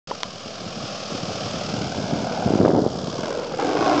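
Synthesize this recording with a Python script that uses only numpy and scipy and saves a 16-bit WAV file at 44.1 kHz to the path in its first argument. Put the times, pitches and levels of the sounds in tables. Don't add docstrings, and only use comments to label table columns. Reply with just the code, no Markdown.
import sys
import numpy as np
from scipy import signal
from scipy.fft import rfft, irfft
from scipy.io import wavfile
from scipy.ndimage import uniform_filter1d, map_coordinates

SR = 44100
rng = np.random.default_rng(int(sys.argv[2]) if len(sys.argv) > 2 else 0)


def elevation(decibels):
    levels = np.asarray(decibels, float)
    return 10 ** (levels / 20)


def transcribe(u):
    v = np.clip(np.atleast_2d(u).T, -1, 1)
    q = np.round(v * 32767).astype(np.int16)
    wavfile.write(sys.argv[1], SR, q)


N = 176400


def along(points, hz):
    f, v = np.transpose(points)
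    return np.interp(np.log(hz + 1), np.log(f + 1), v)


def unit(x):
    return x / np.sqrt(np.mean(x ** 2) + 1e-20)


def blend(a, b, share):
    return unit(np.sqrt(1 - share) * unit(a) + np.sqrt(share) * unit(b))


def curves(rows):
    s, *columns = np.transpose(rows)
    return [np.interp(np.arange(N) / SR, s, column) for column in columns]


def wobble(rate):
    knots = rng.standard_normal(int(N * rate / SR) + 4)
    return map_coordinates(knots, [np.arange(N) * rate / SR])


def coloured(x, points):
    size = 8192
    top_hz = min(points[-1][0] * 2, SR / 2)
    closed = [(points[0][0] / 2, -60), *points, (top_hz, -90)]
    cepstrum = irfft(np.log(elevation(along(closed, np.fft.rfftfreq(size, 1 / SR)))))
    cepstrum[1:size // 2] *= 2
    cepstrum[size // 2 + 1:] = 0
    pulse = irfft(np.exp(rfft(cepstrum)))[:size // 2]
    return signal.fftconvolve(x, pulse / np.abs(pulse).max())[:N]


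def spikes(times, gains):
    at = np.clip((np.asarray(times) * SR).astype(int), 0, N - 1)
    return np.bincount(at, gains, N)


def bursts(rows, shape):
    s, db, hz = np.transpose(rows)[:, :, None]
    k = np.arange(-SR // 50, SR // 12)
    phase = rng.normal(0, 1, s.shape)
    tone = elevation(db) * shape(k / SR, hz) * np.cos(2 * np.pi * hz * k / SR + phase)
    at = np.clip((s * SR).astype(int) + k, 0, N)
    return np.bincount(at.ravel(), tone.ravel(), N + 1)[:N]


# (frequency [Hz], density [dB per Hz])
PROP_HISS = [(700, -15), (1300, -2), (2200, -8.5), (3300, -5.5), (3900, -10), (5100, -5), (6700, -16.5),
             (8300, -37)]
# (frequency [Hz], density [dB per Hz])
TIP_HISS = [(5500, -12), (7000, 1.5), (7800, -5), (8700, -17.5)]
# (time [s], share of low hiss hidden)
FUSELAGE_SHADE = [
    (2.6, 0),
    (2.75, .6),
    (3.1, .6),
    (3.25, 0),
]


def propeller(turns, level_db, chop_db):
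    blades_db = chop_db * np.cos(4 * np.pi * turns)
    stroke_db = 1.5 * np.cos(2 * np.pi * (turns - .05))
    beat_db = blades_db + stroke_db
    hiss = unit(coloured(rng.standard_normal(N), PROP_HISS)) * elevation(beat_db + 1.1 * wobble(140))
    shaded_band = signal.butter(2, (1800, 2900), "band", fs=SR)
    hiss = hiss - curves(FUSELAGE_SHADE)[0] * signal.filtfilt(*shaded_band, hiss)
    flicker = unit(elevation(1.44 * beat_db + 2.1 * wobble(250)))
    tips = unit(coloured(rng.standard_normal(N), TIP_HISS)) * flicker
    return elevation(level_db - 2 + 0.36 * wobble(11.0)) * (hiss + elevation(-20 + 0.52 * chop_db) * tips)


# (frequency [Hz], level [dB])
IDLE_PIPE = [(110, -26), (200, 2.5), (330, -4.5), (490, 0.5), (730, 0), (860, -6), (1500, -14.5),
             (2800, -26)]
# (frequency [Hz], level [dB])
OPEN_PIPE = [(150, -24), (290, 0), (520, 0), (730, 0.5), (1080, -6.5), (1500, -10), (2600, -19.5),
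             (4000, -27)]
# (frequency [Hz], one each)
RING_HZ = (495, 295, 750, 1080)
# (time [s], level of the first [dB], second [dB], third [dB], fourth [dB])
RING_LEVELS = [
    (3.05, -23.5, -27.5, -32, -29),
    (3.3, -13, -18, -29, -30),
    (3.55, -6, -12, -25, -31),
    (3.62, -9.5, -8, -21, -27),
    (3.75, -2, -7, -18, -29),
    (3.85, -22, -15.5, -14.5, -14.5),
    (4, -24, -11.5, -14.5, -14.5),
]
# (time [s], peak level [dB], ring [Hz])
BANGS = [(3.591, -11.5, 800), (3.1844, -23, 603), (3.2359, -14.5, 640), (3.2791, -23, 585),
         (3.3078, -16.5, 520), (3.3245, -20, 680), (3.3489, -19, 620), (3.3926, -19, 490),
         (3.4138, -21.8, 640), (3.4369, -17, 570), (3.4645, -20.5, 600), (3.5139, -19, 583),
         (3.54, -16, 520), (3.6, -6, 520), (3.6277, -21, 483), (3.6474, -22, 530), (3.6867, -13, 446),
         (3.7149, -8, 606), (3.7695, -5, 497), (3.7964, -14, 577), (3.812, -10, 604), (3.826, -5.5, 500),
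         (3.8626, -2, 554), (3.8814, -7, 474), (3.8976, -10, 528), (3.9094, -20, 643), (3.9209, -5, 603),
         (3.9364, -21, 580), (3.9642, -14, 455), (3.981, -8, 475), (3.9949, -20, 570)]
# (frequency [Hz], level [dB])
MUFFLER = [(200, -20), (400, -7), (510, 1), (640, -7), (950, -5.5), (1500, -7), (3000, -26), (5000, -38.5)]


def puffs(fire):
    fade = np.exp(-np.arange(SR // 10) / SR / .009)
    return signal.fftconvolve(fire, fade)[:N] * rng.standard_normal(N)


def hard_firings():
    rise_s, t60_s = .0026, .045

    def swell(t, hz):
        return np.where(t < 0, np.exp(-(t / rise_s) ** 2), elevation(-60 * t / t60_s))

    s, db, _ = np.transpose(BANGS)
    spit = coloured(puffs(spikes(s - rise_s, elevation(db))), MUFFLER)
    return elevation(-5) * bursts(BANGS, swell) + elevation(-24.5) * spit


def exhaust(turns, level_db):
    opens_s, opening_s = 3.585, .006
    opened = np.clip((np.arange(N) / SR - opens_s) / opening_s, 0, 1)
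    jitter = .04 * (1 - .75 * opened) * wobble(40)
    at = np.flatnonzero(np.diff(np.floor(turns + jitter)) > 0) / SR
    fire = spikes(at, elevation(1.7 * rng.standard_normal(len(at))))
    gas = puffs(fire)
    flow = rng.standard_normal(N) * elevation(0.38 * wobble(15))

    def through(pipe, puff_share, roar_share):
        firing = blend(coloured(fire, pipe), coloured(gas, pipe), puff_share)
        return blend(firing, coloured(flow, pipe), roar_share)

    steady = (1 - opened) * through(IDLE_PIPE, .8, .62) + opened * through(OPEN_PIPE, .6, .55)
    ring = 0
    for hz, db in zip(RING_HZ, curves(RING_LEVELS)):
        resonance = signal.iirpeak(hz, hz / 55, SR)
        ring = ring + unit(signal.lfilter(*resonance, steady)) * elevation(db)
    return elevation(level_db) * (steady + ring) + hard_firings() * elevation(-5 * opened)


def ground(x, delay_ms):
    late = map_coordinates(x, [np.arange(N) - delay_ms * SR / 1000], order=3)
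    dull = signal.filtfilt(*signal.butter(2, 1800, fs=SR), late)
    gain = .7 - .09 * delay_ms
    return (x + gain * dull) / np.sqrt(1 + gain ** 2)


# (time [s], propeller level [dB], exhaust level [dB], ground echo delay [ms], blade chop [dB])
FLIGHT = [(0, -38.5, -41, 1.56, 1.5), (.35, -39, -40.5, 1.71, 1), (1, -34, -35.5, 1.59, 0),
          (1.5, -32.5, -33.5, 1.64, 1), (2, -34.5, -33, 1.3, 2.5), (2.3, -36.5, -28.5, 1.35, 1.7),
          (2.55, -35.5, -27, 1.3, 3), (2.75, -39.5, -43, 1.5, 3), (2.95, -38, -37, 1.6, 3.5),
          (3.12, -36.5, -33, 1.76, 3.5), (3.28, -37.5, -29, 2.01, 5.5), (3.5, -40, -34, 2.25, 1),
          (3.585, -40.5, -35.5, 2.44, 6.5), (3.591, -37.5, -25, 2.25, 5.5), (3.75, -36, -26.5, 2.71, 4),
          (3.87, -33, -22, 2.74, 3.5), (4, -31.5, -22.5, 3.18, 1.5)]
# (time [s], shaft speed [turns per s])
SHAFT = [(0, 37.97), (.6, 40.69), (1.2, 39.57), (1.7, 39.03), (2, 37.65), (2.2, 36.16), (2.4, 40.97),
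         (2.6, 37.79), (2.85, 35.71), (3.08, 34.95), (3.2, 38.75), (3.32, 44.17), (3.5, 39.1), (3.6, 39.18),
         (3.75, 51.66), (3.87, 58.08), (4, 63.16)]


def plane():
    prop_db, pipe_db, delay_ms, chop_db = curves(FLIGHT)
    turns = .11 + np.cumsum(curves(SHAFT)[0]) / SR
    engine = propeller(turns, prop_db, chop_db) + exhaust(turns + .08, pipe_db)
    return ground(engine, delay_ms)


# (time [s], strength [dB])
GUSTS = [(.08, -44), (.3, -46), (.7, -39), (.84, -39), (.99, -44), (1.14, -38), (1.3, -36.5), (1.98, -30),
         (2.06, -32), (2.15, -28), (2.28, -36), (2.43, -30.5), (2.47, -31), (2.65, -19), (2.86, -24),
         (2.89, -28), (3.3, -41), (4, -33)]
# (frequency [Hz], density [dB per Hz])
STRONG_WIND = [(15, -46), (25, -60), (121, -6.5), (326, 1.5), (642, -6.5), (1220, -27), (1490, -32.5),
               (2000, -32), (2600, -60), (4400, -120)]
# (frequency [Hz], density [dB per Hz])
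CALM_WIND = [(25, -15.5), (70, -10.5), (130, -2.5), (200, 0), (350, -7), (700, -11), (2000, -35)]


def rumble():
    strong_db, calm_db = -21, -29
    eddies_per_s, eddy_spread_db, eddy_share = 190, 8, .55
    gust_db, = curves(GUSTS)
    when, side, size = rng.random((3, int(eddies_per_s * N / SR)))
    eddies = spikes(when * N / SR, np.sign(side - .5) * elevation(eddy_spread_db * size))
    flow = rng.standard_normal(N) * elevation(0.72 * wobble(24.87))
    push = np.sqrt(eddy_share) * unit(eddies) + np.sqrt(1 - eddy_share) * flow
    bright = np.clip((gust_db - calm_db) / (strong_db - calm_db), 0, 1)
    strong = 1.18 * unit(coloured(push, STRONG_WIND))
    calm = unit(coloured(push, CALM_WIND))
    flutter_db = 1.8 * wobble(26)
    return elevation(gust_db + 1.0 + flutter_db) * (bright * strong + (1 - bright) * calm)


# (time [s], peak level [dB], pitch [Hz])
THUMPS = [(0.7733, -27, 219), (0.8393, -21.9, 214), (1.1221, -23, 227), (1.151, -18.5, 250),
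          (1.2343, -19.6, 206), (1.3536, -25.5, 224), (1.4633, -27, 219), (1.5432, -21, 233),
          (1.6506, -19.5, 190), (1.7404, -25, 185), (1.8133, -21.5, 227), (1.843, -28, 219),
          (1.9852, -16, 202), (2.0422, -20.5, 250), (2.1332, -12.5, 268), (2.1595, -16.5, 242),
          (2.2363, -17.5, 238), (2.312, -20, 208), (2.3378, -21.5, 221), (2.4622, -8.5, 183),
          (2.4689, -13.5, 267), (2.478, -8.5, 523), (2.4865, -16, 313), (2.5062, -7.5, 320),
          (2.5204, -18, 358), (2.5376, -4, 303), (2.545, -21, 397), (2.5566, -7, 293), (2.5677, -21.5, 418),
          (2.5796, -16.5, 263), (2.5905, -7, 425), (2.6032, -4.5, 228), (2.6131, -3.7, 359),
          (2.6218, -8.5, 398), (2.6324, -3, 295), (2.6512, -3, 399), (2.6605, -0.5, 473),
          (2.6743, -16, 305), (2.6804, -4.5, 622), (2.6978, -8.5, 305), (2.7092, -21, 367),
          (2.7165, -23, 424), (2.7269, -24.5, 317), (2.7343, -9.5, 294), (2.7456, -10.5, 363),
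          (2.7509, -6, 572), (2.7623, -14, 433), (2.776, -7.7, 348), (2.7859, -5.7, 423),
          (2.7931, -9.5, 496), (2.8046, -19, 345), (2.821, -9.5, 243), (2.8404, -15, 404),
          (2.8487, -20, 418), (2.8642, -4, 409), (3.0362, -19, 280), (3.0823, -17, 268), (3.1376, -19, 268),
          (3.1911, -15.5, 298), (3.2358, -19.5, 258)]


def thumps():
    def lump(t, hz):
        return np.exp(-.5 * (t * hz / .33) ** 2)

    fronts = np.array(THUMPS) * [1, 1, 2.44]
    pressure = bursts(THUMPS, lump) + elevation(-15) * bursts(fronts, lump)
    return elevation(1) * signal.lfilter(*signal.butter(2, 75, "high", fs=SR), pressure)


# (time [s], peak level [dB])
SLAPS = [(2.613, -21), (2.651, -13), (2.662, -22), (2.680, -28), (2.704, -19), (2.717, -22), (2.76, -28),
         (2.819, -33), (2.863, -31), (3.234, -28)]
# (frequency [Hz], level [dB])
SLAP_COLOUR = [(500, -12.5), (1200, 11.5), (1900, 1.5), (2600, -20.5), (4000, -15.5)]


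def slaps():
    s, db = np.transpose(SLAPS)
    return coloured(spikes(s, elevation(db)), SLAP_COLOUR)


def wind():
    return rumble() + thumps() + slaps()


def damped_rings(s, level_db, ring):
    out = np.zeros(N)
    for hz, db, t60, late, rise in ring:
        t = np.maximum(np.arange(N) / SR - s - late, 0)
        decay = elevation(level_db + db - 60 * t / t60)
        out -= decay * (1 - np.exp(-t / rise)) * np.sin(2 * np.pi * hz * t)
    return out


# (frequency [Hz], level [dB], t60 [s], delay [s], rise [s])
KNOCK = [(990, 5, .017, .0036, .0014), (520, 1, .012, .0003, .0001), (1900, -13, .008, 0, .0001),
         (3000, -17, .008, .0005, .0001), (850, -14, .07, .002, .002)]
# (frequency [Hz], level [dB], t60 [s], delay [s], rise [s])
SNAP = [(1000, -20, .04, .003, .002), (1100, -2, .005, 0, .0001), (2100, -2, .004, .0004, .0001),
        (3300, 1, .004, 0, .0001), (4300, -4, .003, .0003, .0001), (5700, -8, .004, 0, .0001)]


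def camera_clicks():
    return damped_rings(.1105, -13, KNOCK) + damped_rings(.2323, -7, SNAP)


# (frequency [Hz], level [dB], t60 [s], delay [s], rise [s])
TWEET = [(4960, 0, 0.019, 0.087, 0.0076), (4250, -1, .02, .017, .003)]


def bird():
    return damped_rings(3.08, -41, TWEET)


# (frequency [Hz], level [dB])
MIC = [(20, -15), (100, 0), (300, -2.5), (1600, -2.5), (1790, -9), (1900, -10), (2200, -2), (20000, 4.5)]


def scene():
    small = camera_clicks() + bird()
    thin = signal.lfilter(*signal.butter(2, 250, "high", fs=SR), small)
    return (coloured(plane() + wind(), MIC) + thin)[None]


def band_limit(x):
    return signal.sosfilt(signal.butter(12, 8860, fs=SR, output="sos"), x)


def record(dry):
    agc_db, agc_ratio, agc_s = -25, .13, .041
    start_s, ceiling, offset = .0725, .72, .0022
    power = np.abs(uniform_filter1d(dry ** 2, int(agc_s * SR), axis=1))
    loud_db = 10 * np.log10(power + 1e-12)
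    x = dry * elevation(-agc_ratio * np.maximum(loud_db - agc_db, 0))
    x = x / (1 + np.abs(x / ceiling) ** 4) ** .25
    x = signal.sosfilt(signal.butter(8, 8300, fs=SR, output="sos"), x)
    started = np.arange(N) >= start_s * SR
    return band_limit((x + offset) * started)


dry = scene()
out = record(dry)
transcribe(out)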